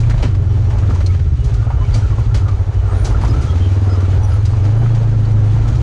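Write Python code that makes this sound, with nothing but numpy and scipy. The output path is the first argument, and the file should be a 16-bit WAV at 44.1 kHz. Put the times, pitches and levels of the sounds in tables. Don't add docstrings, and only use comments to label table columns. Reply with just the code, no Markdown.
import sys
import numpy as np
from scipy import signal
from scipy.fft import rfft, irfft, next_fast_len
from scipy.io import wavfile
from scipy.ndimage import uniform_filter1d, minimum_filter1d, map_coordinates

SR = 44100
rng = np.random.default_rng(int(sys.argv[2]) if len(sys.argv) > 2 else 0)


def generate_wav(signal):
    frames = np.transpose(np.atleast_2d(signal))
    scaled = np.clip(frames, -1, 1) * 32767
    pcm = np.round(scaled).astype(np.int16)
    wavfile.write(sys.argv[1], SR, pcm)


N = 256662
TIME = np.arange(N) / SR

# frequency in Hz, width in Hz, gain in dB.
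BAY_MODES = [(221, 120, -6), (305, 84, 8), (402, 20, -18)]
# frequency in Hz, width in Hz, gain in dB.
FITTING_MODES = [(553, 74, 3), (1210, 18, -8), (2303, 23, 1), (2993, 9.3, 3), (3140, 100, -5),
                 (3420, 17, -3), (3920, 70, -0.5), (4210, 110, -0.5), (4650, 510, -0.5), (4980, 61, -2),
                 (5730, 170, 1), (6160, 65, -2), (6530, 43, -8), (6760, 81, -7.5), (7000, 80, -19.5),
                 (8230, 63, -6.5), (9250, 100, -16)]
# time in seconds, tyre grind in dB, grit and jiggle in dB.
ROUGHNESS = [(0, -31, -47.5), (.15, -37, -45.5), (.35, -37, -52.5), (.6, -36.5, -47), (.75, -33.5, -47.5),
             (1.0, -34.5, -46), (1.3, -41.5, -51), (1.5, -36, -45.5), (1.7, -36.5, -49.5),
             (1.95, -33.5, -44.5), (2.3, -36.5, -50), (2.72, -34.5, -50), (3.0, -29.5, -46),
             (3.25, -31, -44), (3.75, -32.5, -44), (4.15, -31, -45.5), (4.45, -35, -46.5), (4.8, -31, -46),
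             (5.1, -34, -48), (5.82, -32.5, -44.5)]
# start in seconds, level in dB, middle against treble in dB, decay in seconds.
RATTLE_HITS = [(0.0014, -29, -13, 0.01), (0.096, -28.5, 3, 0.014), (0.177, -39, 9, 0.024),
               (0.226, -28, 9, 0.026), (0.3461, -39.5, 9.5, 0.0078), (0.7, -37, 3, 0.02),
               (0.7846, -37, 5, 0.004), (0.8978, -36, -5, 0.036), (0.947, -35.5, 1, 0.022),
               (1.006, -36.5, 8.5, 0.012), (1.062, -26.5, -19, 0.0075), (1.1448, -42.5, 11, 0.012),
               (1.1922, -42.5, 12, 0.0097), (1.4425, -31.5, -14, 0.024), (1.539, -32.5, -15, 0.014),
               (1.942, -23.5, -8, 0.03), (2.1833, -39, 3.5, 0.075), (2.3432, -24.5, 0.5, 0.027),
               (2.4812, -36.5, 5.5, 0.02), (3.046, -22, -20, 0.03), (3.212, -34, 5, 0.023),
               (3.248, -33, 4, 0.01), (3.278, -33, -5, 0.014), (3.4113, -33, -6.5, 0.082),
               (4.0039, -35.5, -2, 0.016), (4.4521, -26, -7, 0.0096), (4.645, -36, 1, 0.015),
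               (4.9478, -35.5, 3, 0.018), (5.678, -33.5, -3, 0.028), (5.7523, -34.5, -12, 0.016)]
# start in seconds, level in dB, pitch in Hz.
KNOCK_HITS = [(0.034, -29, 2310), (0.109, -20.5, 1870), (0.137, -30, 1710), (.139, -25.5, 585),
              (.2, -27, 600), (.231, -29, 570), (0.238, -18.5, 326), (.246, -24, 2170), (.256, -29.5, 580),
              (.706, -30, 1430), (.742, -29.5, 614), (0.831, -26, 1300), (.893, -21.5, 408),
              (.905, -25.5, 1270), (.955, -28.5, 936), (1.009, -25, 1650), (1.667, -26, 704),
              (1.702, -21, 800), (1.777, -29, 623), (1.95, -24, 510), (2.102, -30, 980), (2.183, -27, 960),
              (3.11, -22.5, 905), (3.236, -19, 820), (3.252, -25, 1030), (3.861, -27, 750),
              (4.128, -29, 1340), (4.533, -26, 995), (4.653, -23.5, 447), (4.817, -23.5, 776),
              (4.86, -24.5, 1320)]


def engine_boom(cycle_hz, cycles, lumpy, level_db=1, overrun_db=-1.5, stumble_db=3, ring_cycles=1.45):
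    order_db = [3, -14.5, -19, 2, 0, -17.5, -11, -3.5, -8, -10.5]
    # frequency in Hz, gain in dB.
    response = [(12, -44), (28, -27.5), (38, -37.5), (55, -21.5), (72, -23.5), (86, -19), (96, -12.5),
                (112, -16.5), (135, -25.5), (160, -47), (300, -62)]
    boom_hz, boom_db = np.transpose(response)
    out = np.zeros(N)
    uneven = cycles + .03 * lumpy ** 2 * walk(12)
    for order, db in enumerate(order_db, 1):
        strays = order in (3, 6, 10)
        log_hz = np.log(order * cycle_hz)
        resonance_db = np.interp(log_hz, np.log(boom_hz), boom_db)
        waver_db = (3 if strays else 1) * walk(21)
        drift = strays * .28 * np.sqrt(lumpy) * walk(5.3)
        phase = order * uneven - ring_cycles * log_hz + drift
        out += undb(db + level_db + resonance_db + waver_db) * np.sin(2 * np.pi * phase)
    stumble = undb(lumpy * (overrun_db + stumble_db * walk(21)))
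    return np.sqrt(2) * out * putter(cycles, lumpy) * stumble


def lumpiness(cycle_hz, overrun_hz_per_s=25, smooth_hz=34):
    idling = np.clip((smooth_hz - cycle_hz) / (smooth_hz - cycle_hz.min()), 0, 1) ** 2
    overrun = np.maximum(-np.gradient(cycle_hz) * SR, 0) / overrun_hz_per_s
    return uniform_filter1d(np.minimum(idling + overrun, 1), size=SR // 3)


def putter(cycles, lumpy, lag_cycles=.3):
    depth = .58 * np.sqrt(lumpy)
    return (1 + depth * np.cos(2 * np.pi * (cycles - lag_cycles))) / np.sqrt(1 + depth ** 2 / 2)


def exhaust_bark(cycles, level_db=-3.5, scatter_db=.5, panel_db=-14, panel_decay_s=.023, lag_cycles=.05):
    # time in seconds, bark level in dB.
    throttle = [(0, -42), (1, -34), (3.3, -38), (3.62, -27.5), (4.05, -25.5), (4.25, -33), (5.82, -38.5)]
    # frequency in Hz, width in Hz, gain in dB.
    pipe_modes = [(234.3, 32, -2), (316, 20, -14), (416, 33, -9.5)]
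    throttle_db, = curves(throttle)
    count = np.floor(cycles - lag_cycles + .0013 * walk(16))
    pulses = np.diff(count, prepend=count[0]) * undb(scatter_db * walk(27))
    t = TIME[:SR // 12]
    panel_ring = rng.standard_normal(len(t)) * np.exp(-t / panel_decay_s)
    panels = body(signal.fftconvolve(pulses, panel_ring)[:N], BAY_MODES)
    pipe = body(body(pulses, pipe_modes), BAY_MODES)
    thuds = unit(pipe) + undb(panel_db) * unit(panels)
    return undb(throttle_db + level_db) * unit(colour(thuds, [(150, -1.5), (500, -5), (1100, -7)]))


def bay_roar(cycles, level_db=-3, knock_db=-8, throb_depth=.11):
    # time in seconds, roar level in dB.
    load = [(0, -31.5), (.85, -30), (1.2, -36.5), (2.1, -37.5), (2.4, -33), (2.75, -45), (3.0, -30.5),
            (3.28, -24), (3.7, -38.5), (4.05, -42), (4.4, -47), (4.68, -31.5), (5.15, -28), (5.82, -27)]
    load_db, = curves(load)
    deep_knocks = [(s, db) for s, db, hz in KNOCK_HITS if hz < 550]
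    gain = undb(load_db + level_db) + undb(knock_db) * jolts(deep_knocks, rise_s=.0071, settle_s=.039)
    rush = colour(body(rng.standard_normal(N), BAY_MODES), [(160, 9), (450, -11.5), (900, -13)])
    return gain * unit(rush * (1 + throb_depth * np.cos(2 * np.pi * cycles)))


def chassis_rumble(throb, level_db=-3, bump_db=4):
    # time in seconds, level in dB.
    shake = [(0, -11), (.5, -15), (.8, -8.5), (1.35, -25), (1.95, -11), (2.7, -20), (3.3, -18.5),
             (3.7, -23), (4.0, -27), (4.18, -9.5), (4.4, -19.5), (4.9, -27.5), (5.25, -19.5), (5.6, -12.5),
             (5.82, -12.5)]
    # frequency in Hz, gain in dB.
    spectrum = [(12, -10), (25, -7), (45, 11), (70, 6.5), (110, 5.5), (135, 0), (165, -21.5), (260, -28),
                (500, -37.5)]
    shake_db, = curves(shake)
    gain = undb(shake_db + level_db) + undb(bump_db) * jolts(RATTLE_HITS, rise_s=.055, settle_s=.13)
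    return unit(colour(rng.standard_normal(N), spectrum)) * gain * throb


def rattles(level_db=-3, middle_db=-1, rise_s=.004, ringing=1.35, split_hz=3200, tail_db=-19, tail_s=.13):
    # frequency in Hz, gain in dB.
    spectrum = [(200, 0.5), (550, 0.5), (1000, 1), (2500, -4), (4700, -11.5), (6500, -10), (8000, -14),
                (10000, -21.5), (11500, -32), (15000, -43)]
    out, t = np.zeros(N), TIME[:SR // 4]
    low, high = (signal.butter(2, split_hz, kind, fs=SR) for kind in ("low", "high"))
    tail = undb(tail_db) * np.exp(-t / tail_s)
    for s, db, balance_db, decay_s in RATTLE_HITS:
        flurry = np.minimum(t / rise_s, 1) * (np.exp(-np.maximum(t - 2 * rise_s, 0) / decay_s) + tail)
        metal = signal.lfilter(*high, flurry * grains(len(t), 7000, 2.8))
        plastic = signal.lfilter(*low, flurry * grains(len(t), 7000, 2.8))
        contacts = metal + undb(balance_db + middle_db) * plastic
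        add(out, s - rise_s / 2, 2 * undb(db + level_db) * contacts)
    return colour(out + ringing * body(out, FITTING_MODES), spectrum)


def knocks(level_db=-3, decay_s=.0089, rise_s=.00246, damping=.3):
    out, t = np.zeros(N), TIME[:SR // 10]
    push = np.minimum(t / rise_s, 1) * np.exp(-np.maximum(t - 2 * rise_s, 0) / decay_s)
    for s, db, hz in KNOCK_HITS:
        thud = unit(ring(rng.standard_normal(len(t)), hz, hz * damping))
        add(out, s - rise_s / 2, undb(db + level_db) * push * thud)
    return colour(out, [(300, -9.5), (450, 2), (2500, -6.5), (6000, -27.5)])


def tyre_grind(level_db=-2, flicker_db=1.5):
    # frequency in Hz, gain in dB.
    spectrum = [(150, -22.5), (300, -1), (410, 3.5), (490, 1.5), (600, 0), (700, -1.5), (850, -1),
                (1050, -6), (1600, -10.5), (2500, -25), (5000, -34)]
    grind_db, _ = curves(ROUGHNESS)
    grind = unit(colour(grains(N, 2500, 1.1), spectrum))
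    return grind * undb(grind_db + level_db + flicker_db * walk(30))


def grit(jiggle_db=-7, flicker_db=1.6, pebble_db=-9, scrape_s=.019):
    # frequency in Hz, gain in dB.
    spectrum = [(900, -9.5), (1800, 7), (2400, 5.5), (3200, 3), (4600, -1), (5300, -4.5), (6600, -1.5),
                (7600, -8.5), (9800, -16), (11200, -24.5), (13500, -44.5), (15000, -54)]
    _, grit_db = curves(ROUGHNESS)
    sand = unit(colour(grains(N, 7000, .85), spectrum)) * undb(flicker_db * walk(35))
    scrape = np.exp(-TIME[:SR // 30] / scrape_s)
    scrapes = signal.fftconvolve(np.abs(grains(N, 45, 3)), scrape)[:N]
    pebbles = unit(colour(scrapes * rng.standard_normal(N), spectrum))
    jiggle = unit(sum(undb(db + 2.5 * walk(12)) * wavering(hz, .008, 12, width_hz / 2)
                      for hz, width_hz, db in FITTING_MODES))
    return undb(grit_db) * (sand + undb(pebble_db) * pebbles + undb(jiggle_db) * jiggle)


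def squeaks(level_db=-1, flutter_db=2.5, overtone_ratio=1.6, overtone_db=-24, scratch_width_hz=500):
    # start in seconds, length in seconds, pitch in Hz, glide as a share of pitch, level in dB.
    rubs = [(1.072, 0.064, 2200, 0.069, -41), (1.077, 0.087, 1266, -0.12, -38),
            (1.583, 0.08, 1240, 0.12, -48), (1.683, 0.082, 1360, -0.024, -40),
            (1.803, 0.048, 1030, 0.064, -31), (1.821, 0.059, 2260, 0.02, -44),
            (1.922, 0.045, 4600, -0.039, -34), (1.978, 0.033, 5670, -0.011, -50),
            (2.45, 0.081, 1200, -0.18, -34), (2.862, 0.091, 8400, 0.029, -54),
            (2.903, 0.26, 9270, -0.012, -50), (3.136, 0.031, 1363, 0.022, -35),
            (3.282, 0.046, 5030, 0.005, -39), (3.451, 0.1, 3270, -.005, -41),
            (3.587, 0.11, 3150, 0.014, -40), (3.871, 0.12, 5040, -0.027, -41.5),
            (4.14, 0.19, 847, 0.046, -37), (4.19, 0.16, 9100, -0.053, -55),
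            (4.222, 0.05, 5840, -0.0043, -43), (4.273, 0.13, 1315, -0.031, -38.5),
            (4.294, 0.05, 4900, -0.014, -46), (4.288, 0.1, 9750, -.02, -58), (4.487, .07, 4420, 0, -49)]
    waver = .003 * walk(120) + .009 * rng.standard_normal(N // 30 + 1).repeat(30)[:N]
    out, grip, dust = np.zeros(N), walk(170), rng.standard_normal(N)
    for s, length_s, hz, glide, db in rubs:
        span = slice(int(s * SR), int((s + length_s) * SR))
        slide = glide * np.linspace(-.5, .5, len(waver[span]))
        phase = 2 * np.pi * np.cumsum(hz * (1 + slide + waver[span])) / SR
        tone = np.sin(phase) + undb(overtone_db) * np.sin(overtone_ratio * phase)
        scratch = .38 * unit(ring(ring(dust[span], hz, scratch_width_hz), hz, scratch_width_hz))
        envelope = undb(db + level_db + flutter_db * grip[span]) * signal.windows.tukey(len(phase), .8)
        add(out, s, envelope * (tone + scratch))
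    return out


def clinks(width_hz=330):
    # start in seconds, pitch in Hz, level in dB, decay in seconds.
    contacts = [(1.062, 4280, -27, 0.0068), (1.064, 4880, -29, 0.0043), (2.345, 4670, -33, .012),
                (3.05, 6100, -26.5, 0.0073), (3.221, 10100, -58, 0.11), (3.41, 9900, -61, 0.034),
                (3.84, 10100, -64, .06), (4.25, 9900, -59, .06), (4.454, 4870, -39, 0.0091),
                (4.77, 10160, -60, 0.054), (5.25, 4400, -42, 0.014)]
    out, t = np.zeros(N), TIME[:SR // 4]
    for s, hz, db, decay_s in contacts:
        chatter = unit(ring(ring(rng.standard_normal(len(t)), hz, width_hz), hz, 3 * width_hz))
        add(out, s, undb(db) * np.exp(-t / decay_s) * chatter)
    return out


def chassis_creak(level_db=-3, steady_db=-52, flutter_db=.5):
    # start in seconds, length in seconds, level in dB.
    twists = [(0.858, 0.14, -45), (1.463, 0.36, -41), (1.837, 0.44, -43.5), (2.244, 0.36, -42),
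              (2.8, 0.47, -38.5), (3.173, 0.44, -37.5), (3.83, 0.35, -39), (4.225, .45, -62),
              (5.638, 0.15, -37.5)]
    strain = np.full(N, undb(steady_db))
    for s, length_s, db in twists:
        add(strain, s, undb(db + level_db) * signal.windows.tukey(int(length_s * SR), .6))
    groan = unit(wavering(1240, .05, 25, 33) + wavering(1370, .04, 25, 31))
    return groan * strain * undb(flutter_db * walk(25))


def gear_whine(cycle_hz, pitch_hz=405, level_db=-41.5):
    return wavering(pitch_hz, .01686, 12, 9.5) * undb(level_db) * np.minimum(14 / cycle_hz, 1)


def jolts(events, rise_s, settle_s):
    out, t = np.zeros(N), TIME[:SR // 2]
    shape = np.minimum(t / rise_s, 1) * np.exp(-np.maximum(t - rise_s, 0) / settle_s)
    for s, db, *_ in events:
        add(out, s - rise_s, undb(db) * shape)
    return out


def wavering(hz, wander, rate_hz, width_hz):
    grip = signal.sosfilt(signal.butter(2, width_hz, fs=SR, output="sos"), rng.standard_normal(N))
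    return unit(grip * np.sin(2 * np.pi * np.cumsum(hz * (1 + wander * walk(rate_hz))) / SR))


def grains(size, per_s, spread_db):
    chance, strength, sign = rng.random(size), rng.exponential(size=size), rng.standard_normal(size)
    return unit((chance < per_s / SR) * np.sign(sign) * undb(spread_db * np.minimum(strength, 5)))


def walk(rate_hz):
    points = rng.standard_normal(2048)
    return np.sqrt(3 / 2) * map_coordinates(points, [TIME * rate_hz], order=1, mode="wrap")


def colour(x, spectrum):
    hz, db = np.transpose(spectrum)
    size = next_fast_len(len(x))
    f = np.maximum(np.arange(size // 2 + 1) * SR / size, 1)
    gain = undb(np.interp(np.log(f), np.log(hz), db))
    rolloff = np.minimum(f / hz[0], 1) ** 2 * np.minimum(hz[-1] / f, 1) ** 2
    return irfft(rfft(x, size) * gain * rolloff, size)[:len(x)]


def ring(x, hz, width_hz):
    return signal.lfilter(*signal.iirpeak(hz, hz / width_hz, fs=SR), x)


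def body(x, modes):
    return sum(undb(db) * ring(x, hz, width_hz) for hz, width_hz, db in modes)


def curves(table):
    s, *columns = np.transpose(table)
    return [np.interp(TIME, s, column) for column in columns]


def add(out, s, x):
    start = max(int(s * SR), 0)
    out[start:start + len(x)] += x[:len(out) - start]


def undb(db):
    return 10 ** (np.asarray(db) / 20)


def unit(x):
    return x / np.sqrt(np.mean(x ** 2) + 1e-18)


def scene(firing_s=3.815):
    # time in seconds, four-stroke cycle rate in Hz.
    speed = [(0, 28.6), (.17, 27.7), (.3, 24.8), (.43, 22.2), (.7, 22.3), (.82, 20.3), (.95, 18.2),
             (1.15, 18.3), (1.3, 16.7), (1.47, 13.9), (1.75, 13.9), (2.15, 12.9), (2.4, 12.2), (2.7, 11.7),
             (3.0, 12.0), (3.2, 13.7), (3.4, 16.1), (3.62, 18.7), (3.8, 19.5), (4.05, 18.6), (4.22, 20.0),
             (4.4, 20.6), (4.55, 22.3), (4.7, 26.6), (4.82, 29.1), (5.03, 27.4), (5.47, 26.0), (5.65, 28.1),
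             (5.82, 31.2)]
    cycle_hz, = curves(speed)
    cycles = np.cumsum(cycle_hz) / SR
    cycles -= np.interp(firing_s, TIME, cycles)
    lumpy = lumpiness(cycle_hz)
    engine = engine_boom(cycle_hz, cycles, lumpy) + exhaust_bark(cycles) + bay_roar(cycles)
    running_gear = chassis_rumble(putter(cycles, lumpy)) + tyre_grind() + gear_whine(cycle_hz)
    mix = engine + running_gear + chassis_creak() + grit() + rattles() + clinks() + knocks() + squeaks()
    return mix[None]


def record(dry, ceiling=.55, drive_db=4.5, bass_hz=200, top_hz=15600, fade_s=.004):
    bass = signal.sosfiltfilt(signal.butter(4, bass_hz, fs=SR, output="sos"), dry)
    driven = bass * undb(drive_db)
    allowed = ceiling / np.maximum(np.abs(driven), ceiling)
    held = minimum_filter1d(allowed, size=700)
    gain = uniform_filter1d(uniform_filter1d(held, size=400), size=300)
    fade_in = np.minimum(TIME / fade_s, 1)
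    top_cut = signal.ellip(8, .2, 70, top_hz, fs=SR, output="sos")
    return signal.sosfilt(top_cut, fade_in * (dry - bass + gain * driven))


dry = scene()
out = record(dry)
generate_wav(out)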